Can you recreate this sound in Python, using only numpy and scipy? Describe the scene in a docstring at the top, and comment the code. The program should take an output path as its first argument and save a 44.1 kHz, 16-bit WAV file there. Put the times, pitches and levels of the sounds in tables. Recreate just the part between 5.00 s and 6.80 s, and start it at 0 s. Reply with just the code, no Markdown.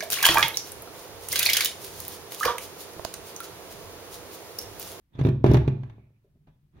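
"""A steel edge is first heard rubbing faintly on wood, then a hand-pushed gouge bites twice into a bowl blank.
As fibres give way, each jerk excites decaying modes of the bench (thump) and of the bowl (knock), while
filtered bursts of random grains and short rings make the crackle; narrow bands of grains make thin steel tones.
Light taps and soft scuffs follow as the tool is reset and rubs again.
A bare, quiet room adds reverberation and a faint rumble and hiss."""
import sys
import numpy as np
from scipy import signal
from scipy.fft import rfft, irfft
from scipy.io import wavfile

SR = 44100
rng = np.random.default_rng(int(sys.argv[2]) if len(sys.argv) > 2 else 0)


def wav_record(signal):
    """Record a signal, one row per channel, as 16-bit PCM in the file named by sys.argv[1]."""
    frames = np.transpose(np.atleast_2d(signal))
    bounded = np.clip(frames, -1, 1)
    # unit amplitude maps onto the largest positive 16-bit level
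    quanta = np.round(bounded * 32767).astype(np.int16)
    wavfile.write(sys.argv[1], SR, quanta)


N = 79380  # length [samples]

# Table levels are relative; the gains below and the filters set the final balance.
# Fibres giving way: (time [s], bench thump [dB], bowl knock [dB], crack [dB], splinter fizz [dB],
# softness of the jerk [s])
FIBRE_BREAKS = [(0.1501, -39.5, -45.5, -52.5, -84, 0.00056), (.1890, -24, -20, -38.5, -75, 0.00048),
                (0.2107, -18.5, -22, -34, -62.5, 0.0004), (0.237, -32.5, -38.5, -45.5, -60, 0.0002),
                (0.2483, -13, -10.5, -31.5, -64, 0.00051), (0.2593, -14.5, -9, -41.5, -52, 0.00049),
                (0.267, -23, -20.5, -32.5, -52, 0.00025), (0.2855, -14, -8, -33, -50.5, 0.00069),
                (0.4404, -12.5, -4.5, -28.5, -48.5, 0.00024), (0.4608, -19.5, -8, -30, -50, 0.00054),
                (0.4694, -28, -26, -38, -58, 0.00089), (0.4786, -22, -18, -37.5, -58.5, 0.00048),
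                (0.495, -11.5, -21.5, -43, -56, 0.00043), (0.5132, -14, -6, -32.5, -44.5, 0.00041),
                (0.5353, -14, -2, -36, -41, 0.0008), (0.5422, -25.5, -10, -24, -44.5, 0.00026),
                (0.5499, -24, -25, -28.5, -57.5, .00031), (0.5677, -15.5, -28, -26.5, -50, 0.00046),
                (.6760, -14.5, -12, -31, -56.5, 0.00046)]
# Light taps of the tool: (time [s], bench thump [dB], bowl knock [dB], tick [dB])
TOOL_TAPS = [(0.8314, -49.5, -45.5, -46), (0.896, -50, -62, -49.5), (.980, -47, -46.5, -70),
             (1.103, -55.5, -71, -89), (1.471, -57.5, -61, -77.5)]
# Soft scuffs as tool and hand shift: (time [s], low bump [dB], hollow knock [dB], rasp [dB])
SOFT_SCUFFS = [(1.062, -73, -69, -86), (1.238, -72, -62.5, -83), (1.347, -60.5, -72.5, -98),
               (1.468, -54.5, -67, -63)]
# Squeaks and faint rings of the steel: (time [s], length [s], frequency [Hz], level [dB])
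STEEL_TONES = [(0.13, 0.052, 3470, -64.5), (0.231, 0.064, 3780, -56.5), (0.939, 0.16, 2316, -76.5),
               (1.132, .06, 2386, -82), (1.495, 0.075, 3495, -88.5)]
# Rubbing of the edge: (time [s], level [dB])
RUB_LEVEL = [(0, -100), (0.098, -87), (.145, -61), (0.179, -54.5), (0.198, -36.5), (.28, -72), (.31, -69.5),
             (.43, -79), (0.451, -36.5), (0.551, -33), (.60, -75.5), (0.701, -62), (.92, -62), (1.1, -81),
             (1.699, -104), (1.739, -70.5), (1.763, -62), (1.8, -60)]
# Rumble of the hand shifting the blank: (time [s], level [dB])
HANDLING_LEVEL = [(0, -100), (0.999, -78), (1.21, -76), (1.339, -64), (1.429, -62.5), (1.501, -60),
                  (1.571, -68.5), (1.64, -61), (1.721, -67.5), (1.761, -56.5), (1.8, -57.5)]
# Mode frequencies of the bowl: (frequency [Hz])
BOWL_PITCHES = [229, 243, 270, 350, 385, 398, 451, 593, 640, 715, 827, 930, 1012, 1060, 1171, 1321, 1432,
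                1608]
# Modes of the bowl, in the same order: (level [dB], 60 dB decay time [s], left minus right [dB])
BOWL_MODES = [(-22, 0.66, 1.5), (7.5, .013, 0.5), (-13, 0.11, 3), (-1.5, 0.066, -2), (-9, 0.24, -5.5),
              (-33.5, .27, -1.5), (-31, 0.11, 2), (-9, 0.13, 1), (-11, .1, 0), (-9, 0.076, 3.5),
              (-14.5, 0.18, -11), (-4.5, 0.05, 10.5), (-10.5, 0.079, 1), (-22, 0.033, -3), (-12.5, .21, -1),
              (-16.5, 0.084, 3.5), (-14.5, .25, -1.5), (-6, 0.26, 3.5)]
# Mode frequencies of the bench: (frequency [Hz])
BENCH_PITCHES = [38, 69, 89, 110, 127, 133, 146, 197]
# Modes of the bench, in the same order: (level [dB], 60 dB decay time [s])
BENCH_MODES = [(-26.5, .6), (-14.5, 1), (-15, .42), (-16, 0.69), (-8, .58), (0, .42), (-12.5, 0.54),
               (-17.5, 0.58)]
# Spectrum of cracking and of the rubbing rasp: (frequency [Hz], density [dB per Hz])
CRACK_SPECTRUM = [(200, -29.5), (550, 6), (1000, 4), (1400, -3), (1750, 0), (2050, -6.5), (2400, -3.5),
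                  (3100, -11.5), (3500, -7), (4400, -15), (4700, -18.5), (5200, -26.5), (5900, -19.5),
                  (8000, -34), (11000, -36.5), (16000, -39)]
# Spectrum of splinter fizz: (frequency [Hz], density [dB per Hz])
FIZZ_SPECTRUM = [(2000, -28), (5500, 9), (8300, -12), (10200, 1), (13000, -1.5), (16000, -8)]
# Spectrum of the groaning wood and the low bumps: (frequency [Hz], density [dB per Hz])
GROAN_SPECTRUM = [(25, -13), (70, -2), (130, 0), (200, -6.5), (380, -11), (520, -27), (1200, -42),
                  (4000, -86)]
# Spectrum of the hollow knock in a scuff: (frequency [Hz], density [dB per Hz])
HOLLOW_SPECTRUM = [(150, -22.5), (300, -16.5), (393, 10), (490, -6.5), (635, 4), (760, -18.5), (1100, -29),
                   (3000, -41)]
# Spectrum of the handling rumble: (frequency [Hz], density [dB per Hz])
RUMBLE_SPECTRUM = [(20, -12), (38, -2), (70, -11), (100, -7), (140, 2), (190, -13), (260, -21), (400, -32),
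                   (1000, -59.5), (4000, -90.5)]
# Spectrum of the background rumble and hiss: (frequency [Hz], density [dB per Hz])
FLOOR_SPECTRUM = [(20, -7.5), (40, 4), (120, -3), (250, -12.5), (500, -24), (1000, -26), (2400, -28),
                  (8000, -37), (11000, -33.5), (16000, -32.5)]
# Direction of the cutting edge: (frequency [Hz], left minus right [dB])
EDGE_BALANCE = [(600, -2.5), (1250, 3), (2400, -6), (4400, 3), (6000, 5.5), (8000, 10.5)]
# Reverberation of the room: (frequency [Hz], 60 dB decay time [s], level [dB])
ROOM_DECAY = [(50, 0.55, -15), (135, 0.32, -10.5), (345, 0.48, -9.5), (800, 0.44, -7), (2370, 0.38, -6),
              (4830, 0.51, -12.5), (7730, 0.16, -8.5), (14000, .35, -12.5)]

# Gains of the sources [dB]
BENCH_DB, BOWL_DB, CRACK_DB, FIZZ_DB, RUB_DB, GROAN_DB, FLOOR_DB = -2.5, -5, -2.5, 2, -5, 8.5, -72
CRACK_PAN_DB, FIZZ_PAN_DB = -2.5, 10.5  # left minus right
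PUSH_LAG_S, TAP_PUSH_S = .0028, 0.00027  # jerk after its crack, softness of a tap
EAR_LAG_S = 0.00032  # right channel after left, for the bowl
GRAINS_PER_S, GRAIN_SPREAD_DB = 6500, 5.0
CRACK_RISE_S, CRACK_FALL_S = 0.0025, .008
FIZZ_RISE_S, FIZZ_FALL_S = .0010, .0045
SCUFF_RISE_S, SCUFF_FALL_S = 0.0064, 0.021
SNAP_LOW_HZ, SNAP_HIGH_HZ, SNAP_T60_S, SNAP_SCATTER_S = 1438, 5480, 0.0098, .007
SNAP_DB, SNAP_DB_PER_OCTAVE = -3.5, -4
TONE_WIDTH_HZ = 400
ROOM_BUILD_S, ALIKE_BELOW_HZ = .008, 600
TOP_HZ = 15850
TIME = np.arange(N) / SR  # [s]
BINS_HZ = np.arange(N // 2 + 1) * SR / N


def undb(db):
    """Amplitude ratio is ten to the power of level over twenty."""
    return 10 ** (np.asarray(db) / 20)


def along(table, hz, axis=1):
    """Interpolation on a logarithmic frequency axis, for one column of a table."""
    rows = np.array(table, float)
    return np.interp(np.log(np.maximum(hz, 1)), np.log(rows[:, 0]), rows[:, axis])


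def level_over_time(table):
    """Linear interpolation in decibels gives exponential changes of amplitude."""
    return undb(np.interp(TIME, *np.array(table).T))


def ring(x, response):
    """A linear system's output is its input convolved with its impulse response."""
    return signal.fftconvolve(np.atleast_2d(x), np.atleast_2d(response), axes=-1)[:, :N]


def colour(x, table, size=4096):
    """Minimum-phase filtering: a folded cepstrum gives a causal response, here of unit power."""
    magnitude = undb(along(table, np.arange(size // 2 + 1) * SR / size))
    cepstrum = irfft(np.log(magnitude))
    cepstrum[1:size // 2] *= 2
    cepstrum[size // 2 + 1:] = 0
    response = irfft(np.exp(rfft(cepstrum)))
    return ring(x, response / np.linalg.norm(response))


def pan(db):
    """Interchannel level difference, as left and right gains of unit mean power."""
    gains = undb(np.array([[db], [-db]]) / 2)
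    return gains / np.sqrt(np.mean(gains ** 2))


def diffuse():
    """A diffuse field: stereo noise, coherent in the bass and uncorrelated in the treble."""
    mid, side = rng.standard_normal((2, N))
    alike = .985 * np.exp(-(BINS_HZ / ALIKE_BELOW_HZ) ** 2)
    common = rfft(mid) * np.sqrt((1 + alike) / 2)
    opposed = rfft(side) * np.sqrt((1 - alike) / 2)
    return irfft(common + opposed * np.array([[1], [-1]]), N)


def grains():
    """Micro-fracture as dense random impulses of uneven size, at unit power."""
    struck = rng.random((2, N)) < GRAINS_PER_S / SR
    impulses = struck * np.sign(rng.standard_normal((2, N)))
    spread = np.clip(rng.standard_normal((2, N)), -2, 2)
    impulses = impulses * undb(GRAIN_SPREAD_DB * spread)
    return impulses / impulses.std()


def bursts(rows, rise, fall):
    """Independent bursts add in power: grains flare at each (time, level) and decay exponentially."""
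    power = 0
    for start, db in rows:
        age = np.maximum(TIME - start, 0)
        attack = np.minimum(age / rise, 1)
        decay = np.exp(-np.clip((age - rise) / fall, 0, 20))
        power = power + (undb(db) * attack * decay) ** 2
    return np.sqrt(power) * grains()


def jerks(rows):
    """Impulsive force: a Gaussian push per (time, level, softness), its area set by the level."""
    force = 0
    for start, db, soft in rows:
        offset = (TIME - start - PUSH_LAG_S) / soft
        pulse = np.exp(-np.minimum(offset ** 2 / 2, 30))
        force = force - undb(db) * pulse / (np.sqrt(2 * np.pi) * soft * SR)
    return force


def mode(hz, t60):
    """A damped oscillator, differentiated so that it gives the air no net push."""
    pole = 2j * np.pi * hz - np.log(1000) / t60
    vibration = np.exp(pole * TIME).imag
    return np.diff(vibration, prepend=0) * SR / (2 * np.pi * hz)


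def bowl(rows):
    """Modal superposition: jerks and taps excite the hollow blank, heard slightly later on the right."""
    response = 0
    for hz, (db, t60, side) in zip(BOWL_PITCHES, BOWL_MODES):
        response = response + undb(db) * pan(side) * mode(hz, t60)
    left, right = ring(jerks(rows), response)
    early = np.interp(TIME + EAR_LAG_S / 2, TIME, left)
    late = np.interp(TIME - EAR_LAG_S / 2, TIME, right)
    return undb(BOWL_DB) * np.array([early, late])


def bench(rows):
    """Modal superposition: each jerk or tap excites the low modes of the bench top."""
    response = 0
    for hz, (db, t60) in zip(BENCH_PITCHES, BENCH_MODES):
        response = response + undb(db) * mode(hz, t60)
    return undb(BENCH_DB) * ring(jerks(rows), response)


def cracks(rows):
    """Impulsive noise: each break or tap releases a filtered burst of grains."""
    crackle = colour(bursts(rows, CRACK_RISE_S, CRACK_FALL_S), CRACK_SPECTRUM)
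    return crackle * undb(CRACK_DB) * pan(CRACK_PAN_DB)


def snaps(rows, count=4):
    """Transient resonance: each break or tap adds short rings at random pitches."""
    out = np.zeros((2, N))
    for (start, db), draws in zip(rows, rng.random((len(rows), count, 3))):
        for pitch, late, side in draws:
            hz = SNAP_LOW_HZ * (SNAP_HIGH_HZ / SNAP_LOW_HZ) ** pitch
            age = TIME - start - late * SNAP_SCATTER_S
            on = (age > 0) & (age < SNAP_T60_S)
            age = age[on]
            gain = undb(db + SNAP_DB + SNAP_DB_PER_OCTAVE * np.log2(hz / SNAP_LOW_HZ))
            attack = 1 - np.exp(-age * hz / 2)
            decay = np.exp(-np.log(1000) * age / SNAP_T60_S)
            snap = np.sin(2 * np.pi * hz * age) * decay * attack
            out[:, on] += gain * pan(12 * (side - .5)) * snap
    return out


def fizz(rows):
    """Fine splintering: brief treble bursts of grains, stronger on the left."""
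    splinters = colour(bursts(rows, FIZZ_RISE_S, FIZZ_FALL_S), FIZZ_SPECTRUM)
    return splinters * undb(FIZZ_DB) * pan(FIZZ_PAN_DB)


def rubbing():
    """Sliding friction: the edge drags over the grain with a fine rasp above a low groan."""
    gain = level_over_time(RUB_LEVEL)
    rasp = colour(gain * grains(), CRACK_SPECTRUM)
    groan = colour(gain * diffuse(), GROAN_SPECTRUM)
    return undb(RUB_DB) * rasp + undb(GROAN_DB) * groan


def steel_tones():
    """Narrow-band filtering: a resonance selects one band of the grains for each squeak or faint ring."""
    out = 0
    for start, length, pitch, db in STEEL_TONES:
        resonance = 1 / (1 + (2 * (BINS_HZ - pitch) / TONE_WIDTH_HZ) ** 2)
        tone = irfft(rfft(grains()) * resonance, N)
        swell = np.sin(np.pi * np.clip((TIME - start) / length, 0, 1))
        out = out + undb(db) * tone / tone.std() * swell
    return out


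def lean(x):
    """Frequency-dependent directivity: each pitch of the edge radiates more to one side."""
    side = along(EDGE_BALANCE, np.arange(N + 1) * SR / (2 * N))
    gains = undb(np.array([side, -side]) / 2)
    return irfft(rfft(x, 2 * N) * gains)[:, :N]  # zero padding limits wrap-around


def scuffs():
    """Slow granular contact: a low bump, a hollow knock and a little rasp."""
    rows = np.array(SOFT_SCUFFS)
    low, knock, rasp = (bursts(rows[:, [0, k]], SCUFF_RISE_S, SCUFF_FALL_S) for k in range(1, 4))
    bump = colour(low[0], GROAN_SPECTRUM)  # bump and knock are central
    hollow = colour(knock[0], HOLLOW_SPECTRUM)
    return bump + hollow + colour(rasp, CRACK_SPECTRUM)


def handling():
    """Low-frequency contact noise: the hand leans on the blank, which rumbles against the bench."""
    return colour(level_over_time(HANDLING_LEVEL) * diffuse(), RUMBLE_SPECTRUM)


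def room(x, count=18):
    """Reverberation: convolution with noise that decays exponentially at a rate set for each band."""
    centres = np.geomspace(40, 15000, count)
    noise, tail = rfft(diffuse()), 0
    for centre, pick in zip(centres, np.eye(count)):
        share = np.interp(BINS_HZ, centres, pick)  # overlapping band about the centre
        decay = undb(-60 * TIME / along(ROOM_DECAY, centre))
        build = 1 - np.exp(-TIME / ROOM_BUILD_S)
        band = irfft(noise * share, N) * decay * build
        even = np.sqrt(np.mean(share ** 2) * 2 / np.sum(band ** 2))
        tail = tail + band * even * undb(along(ROOM_DECAY, centre, axis=2))
    return ring(x, tail)


def background():
    """Stationary noise: a faint, steady rumble and hiss."""
    return undb(FLOOR_DB) * colour(diffuse(), FLOOR_SPECTRUM)


def scene():
    """Superposition: direct sounds, their reverberation and the background add linearly."""
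    breaks = [(*row[:4], row[5]) for row in FIBRE_BREAKS]
    taps = [(*row, TAP_PUSH_S) for row in TOOL_TAPS]
    contacts = np.array(breaks + taps)  # time, thump, knock, crack or tick, softness
    crack_rows = contacts[:, [0, 3]]
    body = bench(contacts[:, [0, 1, 4]]) + bowl(contacts[:, [0, 2, 4]])
    edge = lean(cracks(crack_rows) + snaps(crack_rows) + rubbing() + steel_tones())
    splinters = fizz(np.array(FIBRE_BREAKS)[:, [0, 4]])
    near = body + edge + splinters + scuffs() + handling()
    return near + room(near) + background()


def record(dry):
    """Peak clipping at full scale, then band limitation by a steep elliptic low-pass filter."""
    lowpass = signal.ellip(10, .2, 80, TOP_HZ, fs=SR, output="sos")
    return signal.sosfilt(lowpass, np.clip(dry, -1, 1))


dry = scene()
out = record(dry)
wav_record(out)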